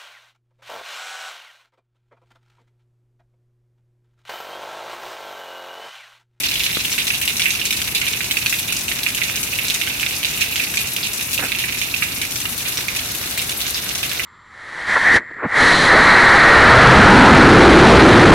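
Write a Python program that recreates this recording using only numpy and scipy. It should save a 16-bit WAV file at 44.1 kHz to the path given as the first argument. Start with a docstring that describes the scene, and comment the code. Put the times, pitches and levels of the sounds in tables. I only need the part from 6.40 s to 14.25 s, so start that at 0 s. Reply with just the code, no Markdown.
"""Water pours off a roof edge in heavy rain and slaps on wet concrete, heard from a porch.
Each gob radiates a short impact pulse, a sizzle and a splash; a brick wall and the eaves reflect them.
Small drops patter and fine spray fizzes, as shot noise. Behind them are the broadband hiss and rumble
of the rain, a few dull knocks, puffs of air and a faint hum.
Resonances and a treble notch strongly colour the right microphone port."""
import sys
import numpy as np
from scipy import signal
from scipy.fft import rfft, irfft
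from scipy.io import wavfile

SR = 44100
rng = np.random.default_rng(int(sys.argv[2]) if len(sys.argv) > 2 else 0)


def bounce(signal):
    """Save signal as a 16-bit WAV file at the path given by the first command-line argument."""
    frames = np.transpose(np.atleast_2d(signal))
    limited = np.clip(frames, -1, 1)
    pcm = np.round(limited * 32767).astype(np.int16)
    wavfile.write(sys.argv[1], SR, pcm)


N = 346185

# Heavy gobs landing, levels relative: start_s, slap_db, pitch_hz, splash_db, sizzle_db
HEAVY_GOBS = [(0.035, -20, 3240, -23, -24.5), (0.113, -20, 3330, -28, -25), (0.156, -18.5, 3400, -25, -36),
              (0.195, -23, 3220, -23.5, -22), (0.236, -20, 3620, -29, -19), (0.264, -17, 3540, -29, -37),
              (0.348, -21, 3060, -24, -32), (0.448, -19, 2960, -38, -29), (0.518, -21, 2870, -30, -22),
              (0.580, -20, 3080, -21.5, -32), (0.669, -20.5, 3720, -29, -19), (0.703, -17, 2200, -36, -27),
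              (0.746, -20.5, 3520, -33, -34), (0.814, -24, 2900, -27, -19), (0.877, -19.5, 2650, -32, -21),
              (0.9676, -20, 4630, -31, -21), (0.9959, -19, 2350, -28, -19), (1.0188, -15, 3860, -42, -36),
              (1.057, -15.5, 2240, -26, -31), (1.105, -20, 3400, -30, -16.5),
              (1.2142, -19.5, 3070, -32, -34), (1.254, -22, 3580, -26.5, -15.5),
              (1.307, -18, 3550, -36, -19), (1.327, -21.5, 2820, -33, -20.5),
              (1.417, -18.5, 3600, -42, -23), (1.549, -18.5, 3480, -21.5, -18.5),
              (1.615, -20.5, 2300, -28.5, -27), (1.667, -22, 3200, -33, -33),
              (1.806, -21.5, 2600, -39, -31), (1.911, -16, 3120, -35, -19), (1.9696, -18.5, 2900, -40, -19),
              (2.061, -14.5, 3270, -30, -23), (2.096, -35, 4500, -29, -17), (2.126, -20, 2400, -29, -20),
              (2.283, -24, 2980, -29, -28), (2.324, -22.5, 3070, -34, -16), (2.366, -24, 4000, -32, -18.5),
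              (2.482, -22.5, 3300, -33, -22), (2.516, -20, 2750, -41, -34), (2.633, -18.5, 3980, -36, -24),
              (2.664, -18.5, 2700, -35, -38), (2.748, -26, 3000, -41, -18.5), (2.817, -19, 2400, -31, -38),
              (2.835, -25, 3500, -32, -18), (3.1873, -21, 2560, -34, -33), (3.300, -16.5, 3550, -28, -20.5),
              (3.3427, -27, 4430, -32, -16.5), (3.4136, -19, 3000, -29, -25), (3.473, -20, 2380, -39, -37),
              (3.597, -23, 2900, -33, -24), (3.6302, -19.5, 2840, -41, -31), (3.663, -18.5, 2800, -39, -36),
              (3.83, -20, 3130, -33, -30), (3.8473, -16, 3440, -33, -30), (4.010, -24, 2930, -23.5, -20),
              (4.158, -21, 3540, -26.5, -24), (4.198, -21.5, 3200, -39, -33),
              (4.3717, -17.5, 3180, -27, -19), (4.564, -21.5, 3100, -36, -19.5),
              (4.630, -20.5, 3470, -27, -35), (4.733, -36, 4540, -43, -18), (4.931, -24.5, 3700, -30, -17),
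              (4.978, -20.5, 3350, -29, -35), (5.119, -19, 3180, -43, -34), (5.187, -20.5, 3300, -27, -21),
              (5.238, -21.5, 2220, -44, -38), (5.415, -20, 2920, -31, -26), (5.540, -23, 2800, -35, -27),
              (5.6231, -17.5, 2270, -31, -38), (5.815, -30, 2600, -29, -18), (5.958, -21.5, 3840, -38, -21),
              (6.054, -20.5, 2630, -38, -33), (6.179, -30, 4300, -32, -19), (6.252, -29, 2960, -26.5, -33),
              (6.373, -19, 4200, -27, -25), (6.483, -22, 2280, -36, -32), (6.592, -24, 3300, -38, -31),
              (6.9759, -22, 2970, -29, -17), (6.993, -19, 3760, -34, -29), (7.2146, -20, 3770, -30, -21.5),
              (7.345, -17.5, 4050, -25, -36), (7.630, -18, 2890, -28, -23), (7.7957, -19.5, 2200, -35, -31)]


def falling_gobs():
    """Superposition: the impacts of heavy and lesser gobs add linearly at each port."""
    out = np.zeros((2, N))
    for start_s, *gob in HEAVY_GOBS + lesser_gobs():
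        for sound, place in gob_impact(*gob):
            add_with_echoes(out, start_s, sound, place)
    return out


def gob_impact(slap_db, pitch_hz, splash_db, sizzle_db, slap_cycles=4.8, size=4400):
    """Impact and break-up: a slap, a sizzle trailing mist, and drops falling back; as (sound, place)."""
    t = np.arange(size) / SR
    place = rng.standard_normal(3)
    sizzle_hz = 8200 * 2 ** (0.24 * rng.standard_normal())
    # A big, low-pitched gob takes longer to flatten.
    smack = gain_of(slap_db + 21) * slap(pitch_hz, slap_cycles / pitch_hz)
    mist = 0.17 * np.exp(-t / 0.022)
    bursting = (1 - np.exp(-t / 0.00025)) * (np.exp(-t / 0.00075) + mist)
    sizzle = band_noise(rng.standard_normal(size) * bursting, sizzle_hz, 1.57)
    falling = (1 - np.exp(-(t / 0.0042) ** 2)) * np.exp(-t / 0.023)
    splash = band_noise(shot_noise(1200, 3.1, size) * falling, pitch_hz * 1.04, 1.345)
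    splash_place = rng.standard_normal(3) * [1, 3, 1]
    return [(smack, place),
            (gain_of(sizzle_db + 23) * sizzle / np.sqrt(size), place),
            (gain_of(splash_db + 28) * splash / np.sqrt(size), splash_place)]


def slap(hz, froth_s, size=700):
    """Impact radiation: flattening water emits a damped pressure pulse and throws up froth; energy 1."""
    t = np.arange(size) / SR
    age = t * hz / 1.25
    pulse = age * np.exp(-2 * age) * np.sin(2 * np.pi * (hz * t + rng.random()))
    froth_age = 1.4 * t / max(froth_s, 1e-4)
    froth = band_noise(rng.standard_normal(size), hz, 1.375) * np.sqrt(froth_age) * np.exp(-froth_age)
    return unit_rms(0.46 * unit_rms(pulse) + unit_rms(froth)) / np.sqrt(size)


# The stream from the roof, levels relative: time_s, flow_db, spray_db
STREAM = [(0.0, -25.5, -30), (1.14, -27, -30.5), (2.69, -30, -31.5), (2.97, -31, -29.5), (3.43, -28, -31),
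          (4.96, -32.5, -30), (5.09, -28.5, -32), (5.79, -30.5, -32), (6.27, -32.5, -29.5),
          (6.49, -27.5, -31), (6.75, -33, -30.5), (7.17, -27.5, -32), (7.59, -31.5, -30.5),
          (7.85, -28, -34.5)]


def stream_db(t):
    """Amplitude modulation: the levels of flow and spray as the stream swells and slackens."""
    times, *levels = np.transpose(STREAM)
    return np.array([np.interp(t, times, level) for level in levels])


def lull_db(t, depth_db=-4, width_s=0.02):
    """Conservation of mass: the stream thins while a heavy gob gathers, most just before it lands."""
    landings_s = np.append(np.sort([gob[0] for gob in HEAVY_GOBS]), np.inf)
    wait_s = landings_s[np.searchsorted(landings_s, t)] - t
    return depth_db * np.exp(-(wait_s / width_s) ** 2)


def lesser_gobs(count=115, median_hz=3560, spread_octaves=0.22):
    """Jet break-up: gobs part at loosely even intervals, louder in strong flow; rows as HEAVY_GOBS."""
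    start_s = (np.arange(count) + rng.random(count)) * N / SR / count
    weight, pitch, shatter = rng.standard_normal((count, 3)).clip(-2, 2).T
    flow_db, spray_db = stream_db(start_s) + lull_db(start_s)
    slap_db = flow_db + 4 + 1.4 * weight
    pitch_hz = median_hz * 2 ** (spread_octaves * pitch)
    sizzle_db = spray_db + 6 + 3.5 * shatter
    return list(zip(start_s, slap_db, pitch_hz, flow_db - 7, sizzle_db))


def patter(per_s=800, low_hz=2100, high_hz=5200, pitches=60):
    """A Poisson process: small drops land independently, their level surging with the stream."""
    t = np.arange(N) / SR
    flow_db, _ = stream_db(t) + lull_db(t)
    level_db = flow_db - 4 + 2 * drift(rate_hz=7) + 2.5 * drift(rate_hz=58)
    slaps = [slap(hz, froth_s=0.00039) for hz in np.geomspace(low_hz, high_hz, pitches)]
    strengths, places = shot_noise(per_s, 3.5, N), rng.standard_normal((N, 3))
    out = np.zeros((2, N))
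    for at in np.flatnonzero(strengths):
        add_with_echoes(out, at / SR, strengths[at] * slaps[at % pitches], places[at])
    return gain_of(level_db) * unit_rms(out)


# Spectrum of fine droplets: frequency_hz, relative_density_db
SPRAY_SPECTRUM = [(500, -46), (2000, -3.5), (4000, 4), (6000, 8.5), (8000, 8), (10500, 10.5), (13000, 9.5),
                  (14500, 2.5), (16000, -14)]


def spray(per_s=7000, split_hz=8500, flurry_db=3):
    """Filtered shot noise: tiny droplets fizz on concrete, coarse and fine ones in separate flurries."""
    _, spray_db = stream_db(np.arange(N) / SR)
    level_db = spray_db + 3 + 0.9 * drift(rate_hz=8) + 1.63 * drift(rate_hz=78)
    separate, shared = shot_noise(per_s, 3, (2, N)), shot_noise(per_s, 3, N)
    fizz = colour(separate + 0.22 * shared, SPRAY_SPECTRUM)
    coarse = signal.sosfiltfilt(signal.butter(3, split_hz, fs=SR, output="sos"), fizz)
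    flurries = sum(part * gain_of(flurry_db * drift(rate_hz=40)) for part in (coarse, fizz - coarse))
    return gain_of(level_db) * unit_rms(flurries)


def add_with_echoes(mix, start_s, sound, place, wall_s=0.0047, wall_db=-1.5, eaves_s=0.015, eaves_db=-12):
    """Specular reflection: wall and eaves return delayed copies, by paths that vary with landing place."""
    across, slant, depth = place
    for port, side in zip(mix, (-1, 1)):
        direct = gain_of(side * 0.52 * across) * sound
        slant_s = side * 0.0003 * (1 + slant)
        add(port, start_s + side * slant * 0.00005, direct)
        add(port, start_s + wall_s + slant_s + 0.0005 * depth, gain_of(wall_db) * direct)
        add(port, start_s + eaves_s + 0.003 * across - slant_s, gain_of(eaves_db) * direct)


# Reverberation time between wall and porch: frequency_hz, t60_s
PORCH_DECAY = [(300, 0.27), (2500, 0.22), (6000, 0.21), (14000, 0.64)]


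def porch_reverb(x, first_s=0.0088, size=16384):
    """Diffuse reverberation: scattered reflections decay exponentially, slowest in the high treble."""
    reflections = shot_noise(2500, 4.1, (2, size)) * (np.arange(size) / SR > first_s)
    hz, t, spectrum = signal.stft(reflections, SR, nperseg=256)
    decay = gain_of(-60 * t / value_at(PORCH_DECAY, hz)[:, None])
    tail = signal.istft(spectrum * decay, SR, nperseg=256)[1]
    tail /= np.linalg.norm(tail, axis=1, keepdims=True)
    return signal.fftconvolve(x, tail, axes=1)[:, :N]


# Spectrum of rain on the roof and all around: frequency_hz, relative_density_db
ROOF_SPECTRUM = [(25, -31), (40, -6), (65, -1.5), (115, -0.5), (160, -2.5), (250, -3.5), (380, -7.5),
                 (550, -13), (1000, -11.5), (2500, -18), (6000, -19), (12000, -9.5), (16000, -16)]
# Spectrum of rain on the open yard and street: frequency_hz, relative_density_db
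YARD_SPECTRUM = [(150, -34), (400, -3), (700, 2), (1000, -9), (1500, 1), (2500, -6), (4300, 5), (9000, -15)]
# Rain on the yard, growing toward the end: time_s, level_db
YARD_LEVEL = [(0, -46), (3.5, -36.5), (5.8, -42.5), (6.5, -35), (7.85, -34)]


def rain(roof_db=-31):
    """Incoherent summation: countless drops merge into noise, steady on the roof, swelling on the yard."""
    yard_db = np.interp(np.arange(N) / SR, *np.transpose(YARD_LEVEL))
    roof = gain_of(roof_db) * diffuse_noise(ROOF_SPECTRUM)
    return roof + gain_of(yard_db) * diffuse_noise(YARD_SPECTRUM)


# Likeness of the rain at the two ports: frequency_hz, coherence
RAIN_COHERENCE = [(100, 0.99), (250, 0.94), (500, 0.69), (1000, 0.28), (2500, 0.033), (8000, 0.083)]


def diffuse_noise(spectrum):
    """Spatial coherence: a diffuse field is alike at both ports only at long wavelengths; rms 1."""
    hz = np.fft.rfftfreq(N, 1 / SR)
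    left, independent = rfft(rng.standard_normal((2, N)))
    coherence = np.clip(value_at(RAIN_COHERENCE, hz), -1, 1)
    right = coherence * left + np.sqrt(1 - coherence ** 2) * independent
    return unit_rms(irfft(np.array([left, right]) * gain_of(value_at(spectrum, hz)), N))


# Dull knocks close by: start_s, relative_level_db, scuff_db, scuff_decay_s, left_minus_right_db
KNOCKS = [(0.37, -39, -26, .004, 16), (4.991, -35.5, 4, 0.026, -6), (5.025, -33, 2, .035, -4.5),
          (6.275, -49, -12, .008, -7), (6.386, -44, -6, 0.008, -12), (6.813, -47, -15, .005, -9)]
# Spectrum of a knock: frequency_hz, relative_density_db
KNOCK_SPECTRUM = [(60, -11), (230, -1), (650, -5), (1000, -10), (1500, -1.5), (2100, -10.5), (5000, -46)]


def knocks(crack_s=0.00099, size=3000):
    """Transient excitation: a noise burst trails off in a scuff, louder at the nearer port."""
    out, t = np.zeros((2, N)), np.arange(size) / SR
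    for start_s, level_db, scuff_db, scuff_s, pan_db in KNOCKS:
        envelope = np.exp(-t / crack_s) + gain_of(scuff_db) * np.exp(-t / scuff_s)
        knock = unit_rms(colour(rng.standard_normal(size) * envelope, KNOCK_SPECTRUM))
        for port, side in zip(out, (1, -1)):
            add(port, start_s, gain_of(level_db + 2 + side * pan_db / 2) * knock)
    return out


# Puffs of air on the microphone: start_s, length_s, level_db
PUFFS = [(1.4, 0.18, -40), (5.12, 0.15, -45), (5.25, 0.81, -50), (5.98, 0.23, -47)]


def air_puffs(centre_hz=75):
    """Turbulent pressure: moving air buffets each port separately with a soft, low flutter."""
    t = np.arange(N) / SR
    swell = np.zeros(N)
    for start_s, length_s, level_db in PUFFS:
        progress = np.clip((t - start_s) / length_s, 0, 1)
        swell += gain_of(level_db) * np.sin(np.pi * progress) ** 2
    return swell * band_noise(rng.standard_normal((2, N)), centre_hz, 1.9)


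def hum(pitch_hz=121, level_db=-50):
    """Amplitude and phase modulation: a faint tone wavers, like that of an outdoor fan."""
    amplitude = gain_of(level_db) * (1 + 0.53 * drift(rate_hz=4.2))
    return amplitude * np.sin(2 * np.pi * pitch_hz * np.arange(N) / SR + drift(rate_hz=3.7))


def shot_noise(per_s, spread_db, size):
    """Poisson impulses of either sign, mostly small and a few large."""
    strengths = gain_of(spread_db * np.minimum(rng.exponential(1, size), 4))
    return strengths * rng.choice([-1, 1], size) * (rng.random(size) < per_s / SR)


def drift(rate_hz):
    """Low-pass noise: a random fluctuation up to about rate_hz; rms 1."""
    hz = np.fft.rfftfreq(N, 1 / SR)
    return unit_rms(irfft(rfft(rng.standard_normal(N)) / (1 + (hz / rate_hz) ** 4), N))


def band_noise(noise, hz, ratio):
    """Broad resonance: passes noise from hz / ratio to hz * ratio; rms 1."""
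    edges_hz = [hz / ratio, min(hz * ratio, SR / 2.2)]
    return unit_rms(signal.lfilter(*signal.butter(2, edges_hz, "bandpass", fs=SR), noise))


def colour(x, spectrum, size=2048):
    """Minimum-phase filtering: the phase follows from the log gain by the Hilbert transform."""
    hz = abs(np.fft.fftfreq(size, 1 / SR))
    log_gain = np.log(gain_of(value_at(spectrum, hz)))
    response = np.exp(np.conj(signal.hilbert(log_gain)))
    taps = np.fft.ifft(response).real[:size // 2]
    return signal.oaconvolve(x, np.array(taps, ndmin=x.ndim), axes=-1)[..., :x.shape[-1]]


def value_at(table, hz):
    """Interpolation on a log-frequency axis."""
    table_hz, values = np.transpose(table)
    return np.interp(np.log(hz + 1), np.log(table_hz + 1), values)


def add(channel, start_s, sound):
    """Superposition of a sound on one channel, in place."""
    part = channel[max(round(start_s * SR), 0):][:len(sound)]
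    part += sound[:len(part)]


def gain_of(db):
    """Decibels as an amplitude ratio."""
    return 10 ** (np.asarray(db) / 20)


def unit_rms(x):
    """Normalisation to rms 1."""
    return x / np.sqrt(np.mean(x ** 2) + 1e-20)


def scene(reverb_db=-8):
    """Superposition of the runoff, its reverberation and the background."""
    runoff = falling_gobs() + patter() + spray()
    return runoff + gain_of(reverb_db) * porch_reverb(runoff) + rain() + hum() + knocks() + air_puffs()


# Response of the right port against the left: frequency_hz, gain_db
RIGHT_PORT = [(750, 0.67), (1350, 5), (1900, 6), (2400, 10.5), (2800, 9.5), (3200, -0.5), (3600, 5.5),
              (4800, -3), (6000, 2), (7500, -7.3), (8100, -5.5), (9200, -20), (10400, -12.5), (11900, -6.5),
              (13500, -3)]
# Its resonances as the microphone is held and turned: time_s, body_gain_db, ring_gain_db
GRIP = [(0, -8, -0.5), (0.6, -4, -4.5), (0.8, -2.5, 2), (5.6, -2, 3), (6.2, 0.5, -2.5), (7.85, -0.5, -5.5)]


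def record(dry, body_hz=1150, ring_hz=2550, cutoff_hz=15950):
    """Port resonance colours the right channel; both channels are then clipped and band-limited."""
    t = np.arange(N) / SR
    right = colour(dry[1], RIGHT_PORT)
    times, body_db, ring_db = np.transpose(GRIP)
    for hz, q, shift_db in ((body_hz, 1.2, body_db), (ring_hz, 4.5, ring_db)):
        resonance = signal.lfilter(*signal.iirpeak(hz, q, fs=SR), right)
        right = right + resonance * (gain_of(np.interp(t, times, shift_db)) - 1)
    lowpass = signal.firwin(511, cutoff_hz, window=("kaiser", 9), fs=SR)
    return signal.oaconvolve(np.clip([dry[0], right], -1, 1), lowpass[None], "same", axes=1)


dry = scene()
out = record(dry)
bounce(out)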